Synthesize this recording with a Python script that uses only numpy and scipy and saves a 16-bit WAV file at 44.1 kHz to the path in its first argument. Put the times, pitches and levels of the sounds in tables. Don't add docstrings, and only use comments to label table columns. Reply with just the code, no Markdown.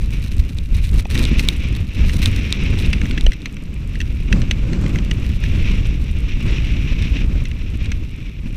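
import sys
import numpy as np
from scipy import signal
from scipy.fft import rfft, irfft
from scipy.io import wavfile
from scipy.ndimage import uniform_filter1d

SR = 44100
rng = np.random.default_rng(int(sys.argv[2]) if len(sys.argv) > 2 else 0)


def master(y):
    cut = np.clip(np.atleast_2d(y).T, -1, 1)
    pcm = np.round(cut * 32767)
    wavfile.write(sys.argv[1], SR, pcm.astype(np.int16))


N = 377496
TIME = np.arange(N) / SR

# time in seconds, buffeting level in dB, small-eddy level in dB.
WIND_STRENGTH = [(0.0, -16, -31.0), (0.3, -20.5, -28), (0.82, -16.5, -34), (1.22, -13.5, -17),
                 (1.58, -19, -26.5), (2.3, -14, -21.5), (2.56, -23.5, -25.5), (2.64, -16, -21.0),
                 (3.18, -17.5, -23.5), (3.4, -31.5, -30.5), (4.06, -19.0, -29.5), (4.98, -16.5, -18),
                 (5.06, -18.5, -25.0), (5.7, -13.5, -23), (6.04, -18.0, -27.5), (7.4, -15, -24),
                 (7.46, -21.5, -30.5), (7.98, -19, -28), (8.1, -28, -33), (8.54, -22.5, -30)]
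# start in seconds, length in seconds, buffeting change in dB, small-eddy change in dB.
WIND_GUSTS = [(0.347, 0.061, 5, 2.5), (0.703, 0.11, 4.5, 7), (0.918, 0.062, 4.5, 8),
              (1.999, 0.07, 5.5, 1.5), (4.302, .11, 5.5, 10.5), (4.7, 0.22, -1, 1.5), (6.42, .12, 1, 4)]
# start in seconds, length in seconds, change in dB.
LEVEL_LULLS = [(0.486, 0.075, -2.5), (0.634, 0.056, -5.5), (1.028, .075, -10.5), (1.847, 0.11, -8.5),
               (3.33, 0.083, -1.5), (5.38, 0.034, -8), (8.307, 0.07, -5.5)]
GUST_EDGE_S, LULL_EDGE_S = 0.054, 0.069
# time of the middle in seconds, strength in dB, swing frequency in Hz.
LARGE_EDDIES = [(0.399, 0, 45), (0.945, -7.5, 55), (1.378, -2, 44), (2.891, -4, 36), (3.250, -0.5, 29.5),
                (3.285, 0, 25.5)]
# frequency in Hz, relative level in dB.
BUFFET_SPECTRUM = [(10, -11), (20, 0.5), (30, -0.5), (55, 0), (80, -4.5), (120, -13), (200, -27),
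                   (400, -71)]
# frequency in Hz, relative level in dB.
SMALL_EDDY_SPECTRUM = [(60, -6.5), (120, 2.5), (180, 1), (280, -5.5), (400, -15.5), (550, -22), (750, -32),
                       (1300, -30), (3000, -39.5), (8000, -47), (11000, -91)]

# time in seconds, peak level in dB, time constant of the slip in seconds.
MOUNT_CLACKS = [(1.052, -23, 0.0022), (1.153, -14, 0.0032), (1.3933, -10, 0.0023), (2.0943, -16, 0.0017),
                (2.9294, -11, 0.0054), (3.014, -16.5, 0.0028), (3.055, -19.5, 0.0018),
                (3.1098, -12.5, 0.0011), (3.176, -13.5, 0.007), (3.264, -10.5, 0.0033),
                (3.319, -17.5, 0.0018), (3.332, -22, 0.0035), (3.4566, -13.5, .005), (3.567, -26.5, .002),
                (3.9545, -22, .002), (4.0024, -14.5, 0.0036), (4.0134, -15.5, 0.0018), (4.326, -7, 0.0036),
                (4.4168, -19, .002), (4.51, -6.5, 0.0053), (4.7316, -18.5, 0.0025), (4.8618, -20, .002),
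                (4.9574, -16, .002), (4.9856, -19.5, 0.0028), (5.111, -10.5, 0.0039), (5.4374, -19, 0.0038),
                (7.453, -21, .003), (7.5138, -22, .002), (7.9169, -17, 0.0035)]
# frequency in Hz, bandwidth in Hz, relative level in dB.
CASE_MODES = [(1550, 370, -7.5), (2034, 193, 0.5), (2710, 160, 0.5), (3280, 350, -7.5), (4110, 160, -9),
              (4670, 380, -18.5), (5940, 390, -13), (8470, 690, -28)]
CASE_SCATTER = 0.03

# time in seconds, peak level in dB.
ICE_STRIKES = [(0.5856, -17), (1.177, -10), (1.2391, -11.5), (1.2522, -7.5), (1.4868, 5), (1.751, -19.5),
               (2.258, -1), (2.5252, -1.5), (2.788, -17), (2.8612, -18), (3.2095, -13), (3.4183, -26),
               (7.023, -17), (7.8583, -23)]
# frequency in Hz, bandwidth in Hz, relative level in dB.
PORT_MODES = [(1460, 130, -58), (2280, 93, 6), (3750, 464, 12), (8700, 2100, -3)]
# time in seconds, peak level in dB, ring frequency in Hz.
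MOUNT_BUMPS = [(1.056, -17.5, 794), (3.266, -12.5, 563), (4.511, -21.5, 590)]

# time in seconds, scrape level in dB.
BOARD_SCRAPE = [(0.0, -46), (0.48, -46), (1.02, -44.5), (1.2, -31.5), (1.82, -39.0), (2.0, -30),
                (2.16, -43.5), (2.26, -30), (2.74, -31.5), (3.66, -48), (3.74, -44), (5.36, -39.0),
                (5.72, -31.5), (6.04, -43.5), (6.46, -33.5), (7.16, -33), (7.26, -41), (8.54, -45)]
# start in seconds, length in seconds, rise of the scrape in dB.
SCRAPE_SWELLS = [(.12, 0.09, 7), (0.74, 0.066, 6.5), (1.142, 0.077, 3.5), (7.16, 0.091, 2),
                 (7.798, 0.072, 6.5)]
SCRAPE_SWELL_EDGE_S = 0.019
# frequency in Hz, relative level in dB.
SCRAPE_SPECTRUM = [(500, -15.5), (900, -15.5), (1500, -10), (2000, -2), (2350, 5), (2750, 4), (3100, -3),
                   (3800, -5.5), (4600, -16.5), (5700, -11), (6800, -25), (8200, -33), (10000, -44),
                   (15000, -45)]

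# time in seconds, level in dB.
SNOW_DRIFT = [(0.0, -52), (2.52, -52.5), (2.62, -50), (2.84, -46), (3.5, -60), (5.84, -53), (6.02, -58),
              (6.74, -58), (8.54, -63)]
# start in seconds, length in seconds, level in dB.
SNOW_FLURRIES = [(0, 0.027, -41), (0.101, 0.18, -44), (0.305, 0.068, -50.5), (0.738, 0.15, -40.5),
                 (0.928, 0.065, -32.5), (1.093, 0.18, -34.5), (1.373, 0.026, -34.5), (1.425, 0.11, -38),
                 (2.057, .14, -36.5), (2.212, 0.066, -35), (2.3, 0.18, -45)]
FLURRY_ATTACK_S, FLURRY_RELEASE_S = 0.005, 0.013
# frequency in Hz, relative level in dB.
FINE_SNOW_SPECTRUM = [(600, -12), (1400, -5.5), (2600, 6.5), (3200, -1.5), (3900, 4.5), (4700, -4.5),
                      (6000, -3.5), (7000, -12), (8800, -9.5), (11000, -12.5), (15000, -16)]
# frequency in Hz, relative level in dB.
COARSE_SNOW_SPECTRUM = [(1500, -30), (2800, -16), (3900, -3), (5500, -0.5), (8500, 8), (15000, -8.0)]

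WHINE_HZ, WHINE_DB = 12617, -73
TOP_HZ = 15400


def wind():
    buffet_db, small_db = curves(WIND_STRENGTH)
    drop_db = lull_db()
    buffet_db, small_db = buffet_db + drop_db, small_db + drop_db
    for start, length, buffet_change_db, small_change_db in WIND_GUSTS:
        gust = swell(start, length, GUST_EDGE_S)
        buffet_db = buffet_db + buffet_change_db * gust
        small_db = small_db + small_change_db * gust
    large = turbulence(BUFFET_SPECTRUM, span_s=0.123, evenness=1.0)
    small = turbulence(SMALL_EDDY_SPECTRUM, span_s=0.13, evenness=0.79)
    burst_db = 1.66 * large + 1.25 * walk(45)
    small = unit(small * undb(burst_db))
    return large * undb(buffet_db + 0.64) + small * undb(small_db - 1.0) + passing_eddies()


def passing_eddies():
    out = np.zeros(N)
    t = TIME[:SR // 5] - 0.1
    for middle, db, hz in LARGE_EDDIES:
        envelope = np.exp(-(2.94 * hz * t) ** 2)
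        pressure = -np.sin(2 * np.pi * hz * t) * envelope
        add(out, middle + t[0], undb(db + 1) * pressure)
    return out


def turbulence(points, span_s, evenness):
    x = colour(rng.standard_normal(N), points)
    power = uniform_filter1d(x ** 2, int(span_s * SR)) + 1e-9
    return unit(x / power ** (np.clip(evenness, 0, 1) / 2))


def case_clacks():
    out, t = np.zeros(N), TIME[:2048]
    for s, db, slip_s in MOUNT_CLACKS:
        envelope = np.exp(-(t / slip_s) ** 2) + undb(-11) * np.exp(-t / 0.0056)
        slip = rng.standard_normal(len(t)) * envelope
        slip[0] += 4
        crack_noise = signal.lfilter([1], [1, -0.75], rng.standard_normal(len(t)))
        crack = crack_noise * np.exp(-t / 0.0012)
        clack = ring(slip, CASE_MODES, CASE_SCATTER) + undb(-22) * crack
        add(out, s + 0.0005, undb(db + 1.0) * clack)
    return signal.sosfilt(signal.butter(2, 1100, "high", fs=SR, output="sos"), out)


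def ice_strikes():
    out, t = np.zeros(N), TIME[:1024]
    push = np.exp(-t / 0.00003)
    for s, db in ICE_STRIKES:
        add(out, s + 0.00064, undb(db + 1.0) * ring(push, PORT_MODES, detune=0.024))
    return out


def mount_bumps():
    out, t = np.zeros(N), TIME[:1024]
    push = np.exp(-t / 0.00071)
    for s, db, hz in MOUNT_BUMPS:
        add(out, s, undb(db) * ring(push, [(hz, 170, 0)], detune=0))
    return out


def board():
    scrape_db, = curves(BOARD_SCRAPE)
    scrape_db = scrape_db + lull_db()
    for start, length, rise_db in SCRAPE_SWELLS:
        scrape_db = scrape_db + rise_db * swell(start, length, SCRAPE_SWELL_EDGE_S)
    crunch = colour(grains(rate=14000, spread_db=5.5), SCRAPE_SPECTRUM)
    chatter_db = 1.64 * walk(30) + 1.78 * walk(130)
    return crunch * undb(scrape_db - 1.15 + chatter_db)


def blown_snow():
    spray_db = snowfall_db()
    flux = np.clip(undb(spray_db + 40), 0.25, 1)
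    patter = grains(rate=7000 * flux, spread_db=9.0) / np.sqrt(flux)
    fine = colour(patter, FINE_SNOW_SPECTRUM) * undb(spray_db - 0.5 + 4.8 * walk(70))
    ticks = colour(grains(rate=85, spread_db=5.5), COARSE_SNOW_SPECTRUM)
    coarse = ticks * undb(0.43 * spray_db - 37.5)
    return fine + coarse


def snowfall_db():
    drift_db, = curves(SNOW_DRIFT)
    power = undb(drift_db + 1.5) ** 2
    for start, length, db in SNOW_FLURRIES:
        attack = np.clip((TIME - start) / FLURRY_ATTACK_S, 0, 1)
        release = np.exp(-np.maximum(TIME - start - length, 0) / FLURRY_RELEASE_S)
        power = power + (undb(db) * attack * release) ** 2
    return 10 * np.log10(power)


def camera_whine():
    return undb(WHINE_DB) * unit(np.sin(2 * np.pi * WHINE_HZ * TIME))


def lull_db():
    return sum(db * swell(start, length, LULL_EDGE_S) for start, length, db in LEVEL_LULLS)


def swell(start, length, edge_s):
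    inside_s = np.minimum(TIME - start, start + length - TIME)
    return np.clip(0.5 + inside_s / edge_s, 0, 1)


def ring(push, modes, detune):
    t = TIME[:len(push)]
    body = 0
    for k, (hz, width, db) in enumerate(modes):
        mode_hz = hz * (1 + detune * rng.standard_normal())
        decay = np.exp(-np.pi * width * t)
        sign = (-1) ** k
        body = body + sign * undb(db) * width * decay * np.sin(2 * np.pi * mode_hz * t)
    y = signal.fftconvolve(push, body)[:len(push)]
    return y / np.abs(y).max()


def grains(rate, spread_db):
    size = undb(spread_db * np.minimum(rng.exponential(size=N), 3.5))
    struck = rng.random(N) < rate / SR
    return struck * size * rng.choice([-1, 1], N)


def walk(rate):
    k = max(int(SR / rate), 2)
    steps = np.repeat(rng.standard_normal(N // k + 1), k)[:N]
    return unit(uniform_filter1d(steps, k))


def colour(x, points):
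    hz, db = np.transpose(points)
    bin_hz = np.fft.rfftfreq(N, 1 / SR)
    log_gain = np.log(undb(np.interp(np.log(bin_hz + 1), np.log(hz), db)))
    cepstrum = irfft(log_gain, N)
    cepstrum[1:N // 2] *= 2
    cepstrum[N // 2 + 1:] = 0
    return unit(irfft(rfft(x) * np.exp(rfft(cepstrum)), N))


def curves(table):
    s, *columns = np.transpose(table)
    return [np.interp(TIME, s, c) for c in columns]


def add(out, s, sound):
    i = max(int(s * SR), 0)
    out[i:i + len(sound)] += sound[:N - i]


def undb(db):
    return 10 ** (np.asarray(db) / 20)


def unit(x):
    return x / np.sqrt(np.mean(x ** 2))


def scene():
    at_port = wind() + case_clacks() + ice_strikes() + mount_bumps()
    around = board() + blown_snow()
    return (at_port + around + camera_whine())[None]


def record(dry):
    clipped = np.clip(dry, -1, 1)
    return signal.sosfilt(signal.ellip(10, 0.2, 80, TOP_HZ, fs=SR, output="sos"), clipped)


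dry = scene()
out = record(dry)
master(out)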